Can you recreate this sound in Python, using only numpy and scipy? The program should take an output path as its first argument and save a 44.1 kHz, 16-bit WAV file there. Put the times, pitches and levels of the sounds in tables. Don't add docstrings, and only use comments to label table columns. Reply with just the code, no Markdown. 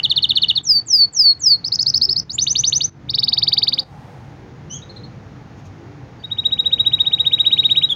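import sys
import numpy as np
from scipy import signal
from scipy.fft import rfft, irfft, next_fast_len
from scipy.io import wavfile
from scipy.ndimage import uniform_filter1d, minimum_filter1d, map_coordinates

SR = 44100
rng = np.random.default_rng(int(sys.argv[2]) if len(sys.argv) > 2 else 0)


def inscribe(sig):
    pcm = np.round(np.clip(np.atleast_2d(sig).T, -1, 1) * 32767)
    wavfile.write(sys.argv[1], SR, pcm.astype(np.int16))


N = 350595
TIME = np.arange(N) / SR

# (time [s], rumble level [dB], tyre level [dB])
TRAFFIC_LEVELS = [(0, -39, -46), (.6, -39, -48), (1.2, -46, -50), (2.1, -37, -49), (3.1, -36.5, -48.5),
                  (3.9, -40, -47.5), (5.2, -37.5, -46.5), (6.4, -40.5, -46.5), (7.1, -36, -44.5),
                  (7.95, -40, -45.5)]
# (frequency [Hz], relative level [dB])
RUMBLE_COLOUR = [(15, -56), (25, -23.5), (56, -5), (130, 6), (149, 3), (199, -5), (237, -7), (263, -17),
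                 (332, -13), (360, -15.5), (400, -23.5), (520, -43.5), (880, -120)]
TYRE_COLOUR = [(150, -31.5), (250, -3.5), (335, -7.5), (370, -15.5), (434, -8), (544, -14.5), (809, -11),
               (961, -15), (1950, -19.5), (3060, -27.5), (4800, -31), (6800, -34.5), (7700, -54),
               (16000, -66)]
EXHAUST_COLOUR = [(45, -13), (100, -4), (145, -1.5), (200, -5.5), (290, -4), (400, -10), (520, -8.5),
                  (650, -22)]
RUSTLE_COLOUR = [(1000, -20), (2500, 4), (4500, -6), (6500, 6), (8000, -17), (15000, -24)]
MIC_HISS_COLOUR = [(1000, -10), (13500, -11), (14700, -2), (15500, 0), (16500, -2.5)]
NOTE_HISS_COLOUR = [(1000, -26), (2500, 0.5), (5000, 6), (7000, 2), (9000, -12), (12500, -12), (15200, -3),
                    (16500, -10)]
OVERTONE_COLOUR = [(4000, 2.5), (7000, 9.5), (8500, -1.5), (11000, -2), (12500, -7.5), (14000, 2.5),
                   (15400, 8.5), (16500, 3)]
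# (time [s], level [dB])
WHINE_LEVELS = [(0, -72), (3.0, -66.5), (3.3, -50), (4.1, -46), (4.5, -59), (7.95, -60)]
WHINE_HZ, WHINE_WIDTH_HZ = 804, 90
# (time [s], firing rate [Hz], level [dB])
ENGINE_RUN = [(0, 43, -56), (1.2, 41, -57.5), (2.1, 47, -49.5), (4.7, 48.5, -44), (6.3, 47.5, -45),
              (7.95, 48, -47)]
# (peak time [s], half-width [s], pitch [Hz], level [dB])
LOW_HUMS = [(2.095, 0.026, 385, -37.5)]
# (peak time [s], half-width [s], level [dB])
RUSTLES = [(5.59, 0.023, -59), (5.665, 0.017, -54.5)]
# (time [s], depth [dB], recovery time [s])
LULLS = [(.617, -10, .05), (.836, -4.5, .05), (1.095, -5, .05), (1.345, -3, .05), (2.238, -8, .07),
         (2.897, -12.5, .07), (3.838, -9, .06)]

# (multiple of the pitch, relative level [dB])
FAR_CALL_OVERTONES = [(2, -4.5), (3, -33)]
FAR_CHIP_OVERTONES = [(2, -33.5)]
CANARY_OVERTONES = [(2, -43.5), (3, -40.5), (4, -44.5)]
# (share of the note's length [0-1], pitch [Hz], relative level [dB])
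FAR_CALL_SHAPE = [(0, 2864, -12), (.15, 2986, 0), (.45, 3124, 2.5), (.7, 3320, -2.5), (.86, 3220, -5),
                  (1, 2700, -14)]
FAR_CHIP_SHAPE = [(0, 3180, -21), (.25, 4100, -4), (.5, 4320, 0), (.75, 4050, -6.5), (1, 3340, -18)]
THIN_SHAPE = [(0, 4730, -13.5), (.2, 4680, -2), (1, 4630, -16)]
HOOK_SHAPE = [(0, 3650, -30), (.07, 4100, -6), (.2, 4580, -3), (.4, 5020, -6.5), (.62, 5250, -10),
              (.79, 5400, -11), (.87, 5000, -.5), (.94, 4640, -9), (1, 4700, -30)]
RISE_SHAPE = [(0.0, 3690, -34.5), (0.06, 3850.0, -12), (0.2, 4650, -10.5), (0.33, 4910.0, -10.5),
              (0.45, 6090.0, -27.5), (0.61, 6910.0, -18.5), (0.82, 7010.0, -5.5), (0.94, 7440.0, -17),
              (1.0, 7460.0, -26.5)]
SWEEP_SHAPE = [(0, 2150, -24), (.06, 2980, -13), (.15, 3830, -2.5), (.26, 4470, -7), (.48, 5120, -14),
               (.61, 5900, -7), (.8, 6150, -4), (.92, 6350, -6), (1, 6480, -22)]
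FLICK_SHAPE = [(0, 1900, -35), (.15, 2500, -27), (.3, 3450, -11), (.46, 3770, -5), (.61, 4320, -1),
               (.75, 4830, -8), (.88, 4940, -2), (1, 4940, -27)]
SIGH_SHAPE = [(0.0, 3000, -29), (0.14, 3490, -20), (0.32, 3586, -9.5), (0.5, 3420.0, -9),
              (0.71, 3280.0, -8), (1.0, 3370, -16)]
# (start [s], length [s], pitch factor, level [dB])
FAR_CHIPS = [(4.816, 0.024, 0.9, -36.5), (4.889, 0.026, 1.0, -35.5), (4.958, .027, .98, -34),
             (5.03, 0.025, 1, -36.5)]
THIN_NOTES = [(6.187, .075, 0.98, -52), (7.49, 0.48, .905, -45.5)]
FAR_CALL_NOTE = (4.697, 0.093, 1.0, -38)
RISE_NOTE = (2.2933, 0.07, 1.0, -11)
SIGH_NOTE = (7.887, 0.0516, 1.003, -1)

# (start [s], length [s], end pitch [Hz], level [dB])
SLURS = [(-0.031, .034, 2980, -6), (.0307, .034, 3020, -7.5), (.0953, .034, 3020, -7.5),
         (.1585, .034, 3020, -7), (.2225, .035, 3010, -7), (.2888, .034, 3000, -7),
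         (.3535, .034, 2980, -6.5), (.4165, .034, 2900, -6.5), (.4825, .034, 2860, -6.5),
         (.552, .04, 3280, -10)]
SLUR_TOP_HZ, SLUR_FALL_SHARE = 4790, .9
# (start [s], length [s], settled pitch [Hz], settling time [s])
WHISTLES = [(.6325, .17, 4440, .041), (.8605, .2, 4310, .0523), (1.1251, .207, 4214, .0529),
            (1.3935, .169, 3990, .061)]
WHISTLE_TOP_HZ, WHISTLE_DB = 8000, -7
# (start [s], length [s], level [dB], extra lift at the crest [Hz])
HOOKS = [(1.6405, .049, -13, 600), (1.7178, .0462, -8, 1300), (1.7872, .0487, -7, 1400),
         (1.86, .0481, -6, 750), (1.9374, .047, -6, 600), (2.012, .048, -4, 150), (2.0872, .049, -7.5, 200),
         (2.1585, .047, -9, 650)]
# (start [s], length [s], level [dB], upturn at the end [Hz])
SWEEPS = [(2.3795, .066, -8, 900), (2.4643, .069, -8.5, 900), (2.5506, .064, -7, 800),
          (2.6338, .068, -7, 800), (2.7204, .064, -7, 800), (2.8033, .063, -9, 100)]
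# (start [s], level [dB])
FLICKS = [(3.0806, -13.1), (3.1284, -8.6), (3.1718, -7.2), (3.2184, -6.5), (3.2676, -7.0), (3.3159, -6.6),
          (3.3647, -6.4), (3.414, -5.6), (3.464, -6.0), (3.5144, -5.8), (3.564, -5.8), (3.6147, -6.2),
          (3.6653, -6.3), (3.7173, -8.7), (3.7731, -8.4)]
FLICK_S, FLICK_UPTURN_HZ, FLICK_UPTURN_FADE_S = .033, 1100, .17
# (start [s], level [dB])
TRILL_NOTES = [(6.2168, -25.5), (6.2922, -17.5), (6.3622, -14.2), (6.4311, -10.1), (6.4997, -11.8),
               (6.568, -10.4), (6.6361, -10.8), (6.7044, -8.6), (6.7736, -9.0), (6.8407, -8.4),
               (6.91, -9.0), (6.9789, -8.1), (7.0436, -10.1), (7.1091, -9.1), (7.1758, -9.7),
               (7.2417, -8.1), (7.309, -7.6), (7.3762, -7.9), (7.4414, -7.4), (7.5037, -7.5), (7.566, -7.7),
               (7.6273, -7.7), (7.6884, -8.0), (7.7491, -7.8), (7.8126, -8.5)]
TRILL_S, TRILL_LOW_HZ, TRILL_TOP_HZ = .046, 2050, 3815
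TRILL_CLIMB_HZ_PER_S, TRILL_BEND_HZ = 82000, 260
# (time [s], delay [ms])
REFLECTION_LAG = [(0, 1.4), (.6, 1.38), (1.4, 1.38), (1.64, 1.346), (2.8, 1.345), (3.1, 1.31), (7.9, 1.31)]
REFLECTION_SHARE = .56

HISSY_GLIDE_HZ_PER_S = 42000
OVERTONE_GROWTH = 0.45
LOW_OPENING_HZ = 3750
ATTACK_CURVE = 1.5
PITCH_SCATTER = .005
CUTOFF_HZ = 15900


def from_db(db):
    return 10 ** (np.asarray(db) / 20)


def rms_one(x):
    return x / np.sqrt(np.mean(x ** 2) + 1e-20)


def in_time(rows):
    times, *columns = np.transpose(rows)
    return [np.interp(TIME, times, column) for column in columns]


def at_hz(colour, hz):
    frequencies, db = np.transpose(colour)
    return np.interp(np.log(np.maximum(hz, 1)), np.log(frequencies), db)


def drift(rate):
    smooth = signal.butter(2, min(rate, SR / 4), fs=SR, output="sos")
    return rms_one(signal.sosfilt(smooth, rng.standard_normal(N + SR))[SR:])


def noise(colour):
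    size = next_fast_len(N)
    gains = from_db(at_hz(colour, np.fft.rfftfreq(size, 1 / SR)))
    return rms_one(irfft(rfft(rng.standard_normal(size)) * gains, size)[:N])


def bump(x, centre, half_width):
    return np.exp(-((x - centre) / half_width) ** 2)


def delayed(x, lag_ms):
    return map_coordinates(x, [np.arange(N) - lag_ms * SR / 1000], order=5)


def traffic(rumble_gain_db, tyre_gain_db, lumpy_db):
    rumble_db, tyre_db = in_time(TRAFFIC_LEVELS)
    whine_db, = in_time(WHINE_LEVELS)
    rumble = noise(RUMBLE_COLOUR) * from_db(rumble_db + rumble_gain_db + lumpy_db * drift(12))
    tyres = noise(TYRE_COLOUR) * from_db(tyre_db + tyre_gain_db)
    ringing = signal.iirpeak(WHINE_HZ, WHINE_HZ / WHINE_WIDTH_HZ, fs=SR)
    whine = rms_one(signal.lfilter(*ringing, rng.standard_normal(N))) * from_db(whine_db)
    return rumble + tyres + whine


def engine(wander, fade_db):
    firing_hz, level_db = in_time(ENGINE_RUN)
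    phase = 2 * np.pi * np.cumsum(firing_hz * (1 + wander * drift(2))) / SR
    drone = np.zeros(N)
    for k in range(1, 13):
        gain = from_db(at_hz(EXHAUST_COLOUR, k * firing_hz) + fade_db * drift(3.6))
        drone += gain * np.sin(k * phase + rng.uniform(0, 2 * np.pi))
    return rms_one(drone) * from_db(level_db)


def low_hums():
    return sum(from_db(db) * bump(TIME, peak_s, half_width) * np.sin(2 * np.pi * hz * TIME)
               for peak_s, half_width, hz, db in LOW_HUMS)


def rustles():
    swells = sum(from_db(db) * bump(TIME, peak_s, half_width) for peak_s, half_width, db in RUSTLES)
    return noise(RUSTLE_COLOUR) * swells


def lulls():
    db = sum(depth_db * (TIME > start) * np.exp(-np.abs(TIME - start) / recovery)
             for start, depth_db, recovery in LULLS)
    return from_db(uniform_filter1d(db, size=128))


def yard_echo(x, early_s, late_s, late_db, gap_s, dull_hz):
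    t = TIME[:SR]
    decay = (from_db(-60 * t / early_s) + from_db(late_db - 60 * t / late_s)) * (t > gap_s)
    response = rng.standard_normal(SR) * decay
    echo = signal.fftconvolve(x, response / np.linalg.norm(response))[:N]
    return signal.sosfilt(signal.butter(1, dull_hz, fs=SR, output="sos"), echo)


def note_time(length):
    return np.arange(int(length * SR)) / SR


def shaped(shape, start, length, pitch_factor, level_db):
    share, hz, db = np.transpose(shape)
    progress = note_time(length) / length
    glide_hz = uniform_filter1d(np.interp(progress, share, hz), len(progress) // 20 + 1)
    return start, pitch_factor * glide_hz, level_db + np.interp(progress, share, db)


def voice_box(notes, overtones, waver, waver_hz, flutter_db, hiss_db):
    song = np.zeros(N)
    tremble = 1 + waver * drift(waver_hz)
    flutter = flutter_db * drift(190)
    hiss = from_db(hiss_db) * noise(NOTE_HISS_COLOUR)
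    loudest_db = max(db.max() for start, hz, db in notes)
    for start, glide_hz, level_db in notes:
        at = int(start * SR) + np.arange(len(glide_hz))
        soft_edges = signal.windows.tukey(len(at), .005 * SR / len(at))
        inside = (at >= 0) & (at < N)
        at, glide_hz = at[inside], glide_hz[inside]
        hz = glide_hz * tremble[at]
        phase = 2 * np.pi * np.cumsum(hz) / SR
        loud_db = level_db[inside] + flutter[at]
        hiss_share = np.minimum(np.abs(np.gradient(glide_hz)) * SR / HISSY_GLIDE_HZ_PER_S, 1)
        tone = np.sin(phase) + hiss_share * hiss[at]
        push_db = OVERTONE_GROWTH * np.maximum(loud_db - loudest_db, -14)
        for k, db in overtones:
            gain = from_db(db + push_db + at_hz(OVERTONE_COLOUR, k * hz) + rng.normal(0, 1.6))
            tone += gain * np.sin(k * phase) * (k * hz < SR / 2)
        song[at] += soft_edges[inside] * tone * from_db(loud_db)
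    return song


def far_bird():
    call = voice_box([shaped(FAR_CALL_SHAPE, *FAR_CALL_NOTE)], FAR_CALL_OVERTONES,
                     waver=0.015, waver_hz=500, flutter_db=1.5, hiss_db=-50)
    chips = [shaped(FAR_CHIP_SHAPE, *row) for row in FAR_CHIPS]
    thin_notes = [shaped(THIN_SHAPE, *row) for row in THIN_NOTES]
    return call + voice_box(chips + thin_notes, FAR_CHIP_OVERTONES,
                            waver=.004, waver_hz=300, flutter_db=0.7, hiss_db=-40)


def swell(t, attack_s, rise_db, release_s, fall_db):
    rising = np.clip(1 - t / attack_s, 0, 1) ** ATTACK_CURVE
    falling = np.clip(1 - (t[-1] - t) / release_s, 0, 1) ** 2
    return -rise_db * rising - fall_db * falling


def warm_up(hz, sung_s, weak_db, db_per_s):
    lowness = np.clip((LOW_OPENING_HZ - hz) / 400, 0, 1)
    return lowness * (weak_db + db_per_s * sung_s)


def lifted(note, lift_hz, at_share, width_share, dim_db_per_hz):
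    start, hz, db = note
    lift = lift_hz * bump(np.linspace(0, 1, len(hz)), at_share, width_share)
    return start, hz + lift, db - dim_db_per_hz * lift


def slurs():
    for start, length, end_hz, level_db in SLURS:
        t = note_time(length)
        fallen = np.minimum(t / (SLUR_FALL_SHARE * length), 1)
        hz = SLUR_TOP_HZ + (end_hz - SLUR_TOP_HZ) * fallen
        yield start, hz, level_db + swell(t, attack_s=.02, rise_db=14, release_s=.03, fall_db=7)


def whistles():
    for start, length, settled_hz, settling_s in WHISTLES:
        t = note_time(length)
        hz = settled_hz + (WHISTLE_TOP_HZ - settled_hz) * np.exp(-t / settling_s)
        yield start, hz, WHISTLE_DB + swell(t, attack_s=.08, rise_db=37, release_s=.048, fall_db=15)


def hooks():
    for start, length, level_db, crest_hz in HOOKS:
        note = shaped(HOOK_SHAPE, start, length, 1, level_db)
        yield lifted(note, crest_hz, at_share=.77, width_share=.075, dim_db_per_hz=.007)


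def sweeps():
    for start, length, level_db, upturn_hz in SWEEPS:
        note = shaped(SWEEP_SHAPE, start, length, 1, level_db)
        yield lifted(note, upturn_hz, at_share=1, width_share=.06, dim_db_per_hz=.002)


def flicks():
    for start, level_db in FLICKS:
        sung_s = start - FLICKS[0][0]
        start, hz, db = shaped(FLICK_SHAPE, start, FLICK_S, rng.normal(1, PITCH_SCATTER), level_db)
        note = start, hz, db + warm_up(hz, sung_s, weak_db=-8, db_per_s=15)
        upturn_hz = FLICK_UPTURN_HZ * np.exp(-sung_s / FLICK_UPTURN_FADE_S)
        yield lifted(note, upturn_hz, at_share=1, width_share=.09, dim_db_per_hz=.003)


def long_trill():
    t = note_time(TRILL_S)
    below_top = TRILL_TOP_HZ - TRILL_LOW_HZ - TRILL_CLIMB_HZ_PER_S * t
    hz = TRILL_TOP_HZ - TRILL_BEND_HZ * np.logaddexp(0, below_top / TRILL_BEND_HZ)
    swell_db = swell(t, attack_s=.033, rise_db=29, release_s=.015, fall_db=19)
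    for start, level_db in TRILL_NOTES:
        opening_db = warm_up(hz, start - TRILL_NOTES[0][0], weak_db=-12, db_per_s=10.5)
        yield start, hz * rng.normal(1, PITCH_SCATTER), level_db + swell_db + opening_db


def canary():
    notes = [*slurs(), *whistles(), *hooks(), shaped(RISE_SHAPE, *RISE_NOTE), *sweeps(),
             *flicks(), *long_trill(), shaped(SIGH_SHAPE, *SIGH_NOTE)]
    song = voice_box(notes, CANARY_OVERTONES, waver=.0016, waver_hz=130, flutter_db=0.6, hiss_db=-41)
    lag_ms, = in_time(REFLECTION_LAG)
    return song + REFLECTION_SHARE * delayed(song, lag_ms)


def scene():
    near, far = canary(), far_bird()
    near_echo = yard_echo(near, early_s=.14, late_s=.34, late_db=-20, gap_s=.0013, dull_hz=6000)
    wall_echo = delayed(near, lag_ms=29)
    far_echo = yard_echo(far, early_s=.13, late_s=.52, late_db=-17, gap_s=.0052, dull_hz=8960)
    echoes = from_db(-14.5) * near_echo + from_db(-28.5) * wall_echo + from_db(-4.5) * far_echo
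    road = traffic(rumble_gain_db=-0.5, tyre_gain_db=0.5, lumpy_db=1.0)
    road += engine(wander=0.01172, fade_db=6.0)
    hiss = from_db(-80) * noise(MIC_HISS_COLOUR)
    background = echoes + far + road + rustles() + low_hums() + hiss
    return (near + lulls() * background)[None]


def limiter(x, ceiling_db, hold_s):
    width = int(hold_s * SR)
    gain = np.minimum(1, from_db(ceiling_db) / (np.abs(x) + 1e-9))
    return x * uniform_filter1d(minimum_filter1d(gain, width), width)


def record(dry):
    limited = limiter(dry, ceiling_db=-4.5, hold_s=.004)
    return signal.sosfilt(signal.ellip(10, .1, 80, CUTOFF_HZ, fs=SR, output="sos"), limited)


dry = scene()
out = record(dry)
inscribe(out)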